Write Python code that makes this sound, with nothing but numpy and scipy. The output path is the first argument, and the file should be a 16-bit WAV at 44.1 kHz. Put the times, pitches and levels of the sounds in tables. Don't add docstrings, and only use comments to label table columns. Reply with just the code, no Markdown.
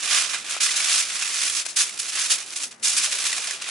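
import sys
import numpy as np
from scipy import signal
from scipy.fft import rfft, irfft, next_fast_len
from scipy.io import wavfile
from scipy.ndimage import uniform_filter1d, map_coordinates

SR = 44100
rng = np.random.default_rng(int(sys.argv[2]) if len(sys.argv) > 2 else 0)


def dump_mix(stems):
    frames = np.atleast_2d(stems).T
    limited = np.clip(frames, -1, 1)
    pcm = np.round(limited * 32767).astype(np.int16)
    wavfile.write(sys.argv[1], SR, pcm)


def magnitude_from_level(level_db):
    exponent = np.asarray(level_db, float) / 20
    return 10 ** exponent


N = 163170

# f/Hz, level/dB
NIGHT_COLOUR = [(25, -21), (60, -11), (130, -7.5), (300, -3.5), (600, -3.5), (2000, -4.5), (6000, -46),
                (11000, -39)]
# f/Hz, likeness (0-1)
NIGHT_LIKENESS = [(60, .95), (300, 0.98), (1500, 0.18)]
# t/s, effort level/dB, dullness/dB, left-right/dB
EARLY_FOLDS = [
    [(0, -32.5, 2.5, -1.5), (.09, -21, 3.5, -5), (.17, -16.5, 2, -3.5), (.215, -21.5, 2, -3.5),
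     (.27, -28.5, 4.5, -4.5), (.38, -30.5, 3, -4), (.44, -37, 4.5, -2.5), (.54, -26.5, 3, -1),
     (.595, -35.5, 17, 0)],
    [(.61, -24, 3, -3), (.74, -26.5, 3.5, -2), (.95, -18.5, -0.5, -1.5), (1.07, -30, 2, -1.5),
     (1.24, -25.5, 2.5, -2.5), (1.34, -26, 0.5, -1.5), (1.6, -28.5, -1.5, -2.5), (1.645, -43.5, 6, 5.5),
     (1.75, -46, 1, 1.5)],
]
LATE_FOLDS = [
    [(1.77, -27, -2, -2.5), (1.86, -32.5, 1, -0.5), (1.94, -38.5, 1, -2.5), (2.11, -36, 1, -1.5),
     (2.22, -25, 0.24, -1.5), (2.47, -41, 1, -2.5), (2.63, -32.5, 0.73, -0.5), (2.7, -71, 0.84, 0),
     (2.815, -51.5, 1, 3)],
    [(2.85, -19, -3.5, -1.5), (2.95, -27, -1, -1.1), (3.02, -24.5, 1, 0), (3.1, -29, 1, -1.5),
     (3.25, -24.5, 1.5, -1.5), (3.42, -29, 2, -2), (3.55, -29.5, 3.5, -2), (3.585, -39, 4, 0.5),
     (3.7, -29.5, 10, -2.5)],
]
# start t/s, hold/s, level/dB, dullness/dB
FINGER_PINCHES = [(0.019, .006, -29, 3), (0.188, 0.0073, -30, 3), (0.29, .004, -27.5, 2),
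                  (0.327, 0.008, -25, 10), (.452, 0.0046, -36, 0), (0.492, 0.008, -29.5, -2),
                  (0.522, .006, -33.5, -2), (0.6, 0.038, -20, -0.5), (0.633, 0.0095, -24, -11),
                  (0.753, .008, -21.5, 0), (0.786, 0.009, -25.5, 1), (0.875, .015, -23, 6),
                  (0.7, .012, -23.5, -1), (0.927, 0.0074, -27, -1), (0.973, 0.024, -23, -2),
                  (1.087, 0.0061, -30, 1), (1.153, 0.022, -36, 2), (1.204, 0.013, -28, 6),
                  (1.352, .01, -37, 3), (1.409, 0.059, -24.5, 1.5), (1.543, 0.044, -25.5, -1.5),
                  (1.645, 0.014, -32.5, 1), (1.673, 0.033, -35.5, -1.5), (1.757, 0.04, -21, -3),
                  (1.78, 0.029, -20.5, -1), (1.87, 0.0035, -36, 4), (1.985, 0.0093, -24.5, -3.5),
                  (2.036, .006, -28.5, 2), (2.075, 0.011, -29.5, -0.5), (2.115, 0.0051, -28, 3.5),
                  (2.147, .003, -26, 1), (2.164, .008, -31, 13), (2.18, 0.0071, -22.5, 1),
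                  (2.238, .004, -31, 2), (2.294, 0.021, -16.5, -1), (2.371, 0.014, -30, 3),
                  (2.415, 0.0034, -36, 3), (2.51, 0.006, -37, 4), (2.553, 0.004, -27.5, -2.5),
                  (2.612, 0.022, -28.5, -2.5), (2.703, 0.003, -38.5, 2.5), (2.823, 0.03, -26, -4.5),
                  (2.959, 0.0093, -20, -3.5), (3.025, 0.018, -22.5, -1), (3.107, 0.016, -24, 2),
                  (3.202, 0.014, -32.5, -2), (3.258, 0.006, -26.5, -4), (3.359, 0.0044, -25.5, 1),
                  (3.466, .004, -29, 5), (3.61, .004, -30, 3), (3.69, .006, -31, 0)]
# t/s, level/dB
LOOSENESS = [
    (0, 2.5),
    (.25, -0.5),
    (.7, -4.5),
    (2.7, -2.5),
    (2.95, 4),
    (3.7, 3.5),
]
# t/s, f/Hz, level/dB
SAG_GLIDE = [
    (2.5, 363, -70),
    (2.569, 343, -58.5),
    (2.64, 269.6, -69),
    (2.68, 251, -63),
    (2.78, 227, -62),
    (2.84, 222, -59),
    (2.88, 216.6, -75),
]
# t/s, peak level/dB
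FACET_TICKS = [(0.0094, -17), (0.034, -13), (0.3035, -16), (0.4545, -24), (0.6095, -10), (0.6922, -13),
               (0.7751, -8), (1.0526, -13), (1.0869, -14), (1.15, -16), (1.1999, -14), (1.4167, -10),
               (1.4359, -9), (1.5101, -13), (1.6641, -11), (1.6874, -20), (1.8942, -17), (1.9092, -23),
               (1.9283, -24), (1.9768, -19), (1.9995, -10), (2.0307, -17), (2.0825, -19), (2.102, -15),
               (2.1213, -18), (2.1325, -16), (2.1525, -13), (2.1932, -9), (2.2615, -12), (2.2916, -16),
               (2.3581, -12), (2.4256, -19), (2.4628, -21), (2.4771, -24), (2.4844, -23), (2.4954, -23),
               (2.5059, -18), (2.5243, -23), (2.5306, -21), (2.5645, -16), (2.6029, -19), (2.6716, -24),
               (2.718, -27), (2.7978, -38), (3.0245, -10), (3.1866, -14), (3.2504, -13), (3.2671, -8),
               (3.298, -15), (3.3296, -9), (3.3999, -17), (3.4443, -12), (3.4739, -16), (3.5099, -13),
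               (3.6239, -17), (3.6903, -18)]
# t/s, peak level/dB, ring f/Hz, ring over crack/dB
CREASE_SNAPS = [(.345, -20.5, 1610, 10.5), (0.565, -20, 1300, 5), (.69, -17, 2020, 5.5),
                (0.803, -16.5, 2280, 6), (1.228, -19, 2630, 6.5), (1.6637, -23, 1560, 1),
                (1.894, -22.5, 2240, 1), (3.186, -24, 2310, 2), (3.266, -9.5, 2390, -4),
                (3.328, -14, 1950, 1), (3.38, -24, 2300, 6), (3.509, -25, 1760, 10), (3.62, -27, 2830, 7),
                (3.688, -17, 1400, -1)]
# t/s, level/dB
SNAP_THUMPS = [
    (.567, -25.5),
    (1.6641, -26.5),
    (3.69, -37),
]
# f/Hz, time to fall 60 dB/s
FACET_RING = [(500, 0.02), (3000, 0.031), (11000, 0.022)]
# f/Hz, level/dB
FOIL_COLOUR = [(150, -33), (250, -33.5), (711, -16.5), (887, -20.5), (1160, -10), (2480, -1.5), (3990, -1),
               (6220, 0), (11000, -1), (14300, -19), (22000, -120)]
# f/Hz, width/Hz, level/dB
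FOIL_PEAKS = [(1100, 220, 4), (2476, 80, 3), (6000, 990, 2.5)]
# f/Hz, share of the dullness (ratio)
DULL_TILT = [(700, 1.5), (2000, 0.77), (5000, -0.37), (10000, -0.87)]
# f/Hz, likeness (0-1)
FOIL_LIKENESS = [(60, 0.86), (220, 0.99), (840, 0.78), (3120, 0.71), (11600, 0.31)]
# f/Hz, left-right/dB
STEREO_LEAN = [(300, -1.5), (900, 2), (2500, -0.5), (8000, -0.5)]


def unit(x):
    return x / np.sqrt(np.mean(x ** 2) + 1e-20)


def along(points, hz):
    f, value = np.transpose(points)
    return np.interp(np.log(hz + 1), np.log(f + 1), value)


def wobble(rate):
    knots = rng.standard_normal(int(N * rate / SR) + 4)
    return map_coordinates(knots, [np.arange(N) * rate / SR])


def filtered(x, response):
    size = next_fast_len(N + 8192)
    hz = np.fft.rfftfreq(size, 1 / SR)
    return irfft(rfft(x, size) * response(hz), size)[..., :N]


def high_pass(x, hz_cut, order=2):
    return filtered(x, lambda hz: hz ** order / (hz ** order + hz_cut ** order))


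def spread(pair, alike):
    def middle_and_side(hz):
        turn = np.arccos(np.clip(along(alike, hz), -1, 1)) / 2
        return np.array([np.cos(turn), np.sin(turn)])
    mid, side = filtered(pair, middle_and_side)
    return np.array([mid + side, mid - side])


def night():
    air = filtered(rng.standard_normal((2, N)), lambda hz: magnitude_from_level(along(NIGHT_COLOUR, hz)))
    level_db = -52.5 + .5 * wobble(6) + 1.5 * wobble(30)
    return magnitude_from_level(level_db) * unit(spread(air, NIGHT_LIKENESS))


def effort():
    rise_s, fall_db_per_s = 0.0075, 367
    t = np.arange(N) / SR
    s, level_db, dull_db, pan_db = np.concatenate(EARLY_FOLDS + LATE_FOLDS).T
    power = magnitude_from_level(2 * np.interp(t, s, level_db))
    weighted = power * np.interp(t, s, dull_db)
    for start, hold, db, pinch_dull_db in FINGER_PINCHES:
        rise = np.clip((t - start) / rise_s, 0, 1) ** 2
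        fall_s = np.clip(t - start - rise_s - hold, 0, 1)
        pinch = (rise * magnitude_from_level(db - fall_db_per_s * fall_s)) ** 2
        power = power + pinch
        weighted = weighted + pinch * pinch_dull_db
    return np.sqrt(power), weighted / power, np.interp(t, s, pan_db)


def flex():
    strikes_per_s, low_hz, high_hz, t60_s = 110, 243, 1094, .09
    rows = rng.random((round(strikes_per_s * N / SR), 5))
    t = np.arange(3000) / SR
    start = (rows[:, 0] * N).astype(int)
    hz = low_hz * (high_hz / low_hz) ** rows[:, 1:2]
    loose_db = np.interp(start[:, None] / SR, *np.transpose(LOOSENESS))
    level_db = -37 + loose_db + 5.6 * rows[:, 2:3] + 2 * np.log2(hz / 500)
    size = effort()[0][start, None] ** 0.46 * magnitude_from_level(level_db)
    envelope = magnitude_from_level(-60 * t / t60_s) * (1 - np.exp(-t / 0.005))
    drift = 1 + 2.0 * (rows[:, 3:4] - .5) * t
    tone = size * envelope * np.sin(2 * np.pi * hz * t * drift)
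    at = (start[:, None] + np.arange(len(t))).ravel()
    gains = 1 - 0.17 * rows[:, 4:], 0.33 + 0.34 * rows[:, 4:]
    return np.array([np.bincount(at, (tone * gain).ravel(), N)[:N] for gain in gains])


def sag():
    s, pitch_hz, db = np.transpose(SAG_GLIDE)
    t = np.arange(N) / SR
    level_db = np.interp(t, s, db, -120, -120) + 3 + 1.2 * wobble(25.1)
    cycles = np.cumsum(np.interp(t, s, pitch_hz)) / SR
    return magnitude_from_level(level_db) * np.sin(2 * np.pi * cycles)


def ticks():
    click_s, rattle_t60_s, rattle_db = .00003, .03, -7.5
    out, t = np.zeros((2, N + SR)), np.arange(1200) / SR
    u = (t - .0005) / click_s
    for s, db in FACET_TICKS:
        side, sign = rng.uniform(-1.2, 1, size=2)
        click = np.sign(sign) * u * np.exp(.5 - u ** 2 / 2) * [[1], [.4 * side]]
        noise = rng.standard_normal((2, len(t)))
        rattle = magnitude_from_level(rattle_db - 60 * t / rattle_t60_s) * (u > 0) * noise
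        out[:, round(s * SR) - 22:][:, :len(t)] += magnitude_from_level(db) * (click + rattle)
    return spread(high_pass(out[:, :N], 1800), FOIL_LIKENESS) * magnitude_from_level([[-1], [1]])


def creases():
    crack_t60_s, ring_t60_s = 0.026, 0.021
    out, t = np.zeros((2, N + SR)), np.arange(1500) / SR
    for s, db, hz, ring_db in CREASE_SNAPS:
        noise = 0.97 * rng.standard_normal((2, len(t)))
        crack = noise * magnitude_from_level(-60 * t / crack_t60_s) * (1 - np.exp(-t / 0.00047))
        envelope = magnitude_from_level(ring_db - 60 * t / ring_t60_s) * (1 - np.exp(-t / 0.0011))
        ping = envelope * np.sin(2 * np.pi * hz * t)
        out[:, round(s * SR):][:, :len(t)] += magnitude_from_level(db) * (crack + ping * [[1], [.4]])
    return high_pass(out[:, :N], 1300)


def thumps():
    thump_s = 0.00031
    s, db = np.transpose(SNAP_THUMPS)
    u = (np.arange(N) / SR - s[:, None]) / thump_s
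    pulse = (1 - u ** 2) * np.exp(-u ** 2 / 2)
    return magnitude_from_level(db) @ pulse * [[1], [.3]]


def snaps():
    return spread(creases() + thumps(), FOIL_LIKENESS)


def ring(size, place):
    favour_peak_db, width_octaves = 6, 0.39
    head_share = .2
    hz, t, z = signal.stft(rng.standard_normal((2, size)), SR, nperseg=64)
    octaves_away = np.log2((hz + 1) / (1100 * 11 ** place))
    favour_db = favour_peak_db * np.exp(-(octaves_away / width_octaves) ** 2)
    fade_db = 60 * t / along(FACET_RING, hz)[:, None]
    tail = signal.istft(z * magnitude_from_level(favour_db[:, None] - fade_db), SR, nperseg=64)[1]
    tail = tail / np.linalg.norm(tail, axis=1, keepdims=True)
    head = (np.arange(tail.shape[1]) == 0) * rng.choice([-1, 1], size=(2, 1))
    return np.sqrt(1 - head_share) * tail + np.sqrt(head_share) * head


def pops(gain, patches):
    pops_per_s, size_spread_db = 3500, 3
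    chance = rng.random((3, N))
    bunching_db = .4 * wobble(45) + 1.3 * wobble(200)
    size_db = -size_spread_db * np.log(chance[1] + 0.017) + bunching_db
    size = unit((chance[0] < pops_per_s / SR) * magnitude_from_level(size_db)) * gain
    patch = (chance[2] * patches).astype(int)
    pair = np.zeros((2, N))
    for k in range(patches):
        hits = (size * (patch == k))[None]
        pair += signal.fftconvolve(hits, ring(size=2048, place=k / patches), axes=1)[:, :N]
    return pair


def foil_colour(hz):
    peaks_db = sum(db * np.exp(-((hz - c) / w) ** 2) for c, w, db in FOIL_PEAKS)
    return magnitude_from_level(along(FOIL_COLOUR, hz) + peaks_db)


def crinkle():
    gain, dull_db, pan_db = effort()
    pair = pops(gain, patches=18)
    norm = 1 / np.sqrt(np.mean(foil_colour(np.linspace(0, SR / 2, 999)) ** 2))

    def tilted(way_db):
        return filtered(pair, lambda hz: norm * foil_colour(hz) * magnitude_from_level(way_db * along(DULL_TILT, hz)))
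    share = np.clip(.5 + dull_db / 10, 0, 1)
    rustle = spread(share * tilted(5) + (1 - share) * tilted(-5), FOIL_LIKENESS)
    leaned = filtered(rustle, lambda hz: magnitude_from_level(np.outer([.5, -.5], along(STEREO_LEAN, hz))))
    return leaned * magnitude_from_level(np.outer([.5, -.5], pan_db))


def scene():
    ceiling = 0.36
    foil = crinkle() + snaps() + ticks()
    foil = foil / (1 + np.abs(foil / ceiling) ** 4) ** (1 / 4)
    return high_pass(foil, 220, order=4) + flex() + sag() + night()


def band_limit(x):
    return signal.sosfilt(signal.butter(12, 12250, fs=SR, output="sos"), x)


def record(dry):
    duck_db_per_db, threshold_db, top_hz = .5, -23, 10950
    power = np.abs(uniform_filter1d(np.mean(dry ** 2, 0), size=1500))
    over_db = np.clip(10 * np.log10(power + 1e-9) - threshold_db, 0, 30)
    bass = filtered(dry, lambda hz: 1 / (1 + (hz / 450) ** 4))
    wet = dry + bass * (magnitude_from_level(-duck_db_per_db * over_db) - 1)

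    def band(hz):
        top_cut_db = np.clip((hz - top_hz) / 4, 0, 45 + hz / 2000)
        return hz ** 2 / (hz ** 2 + 45 ** 2) * magnitude_from_level(-top_cut_db)
    return band_limit(filtered(wet, band))


dry = scene()
out = record(dry)
dump_mix(out)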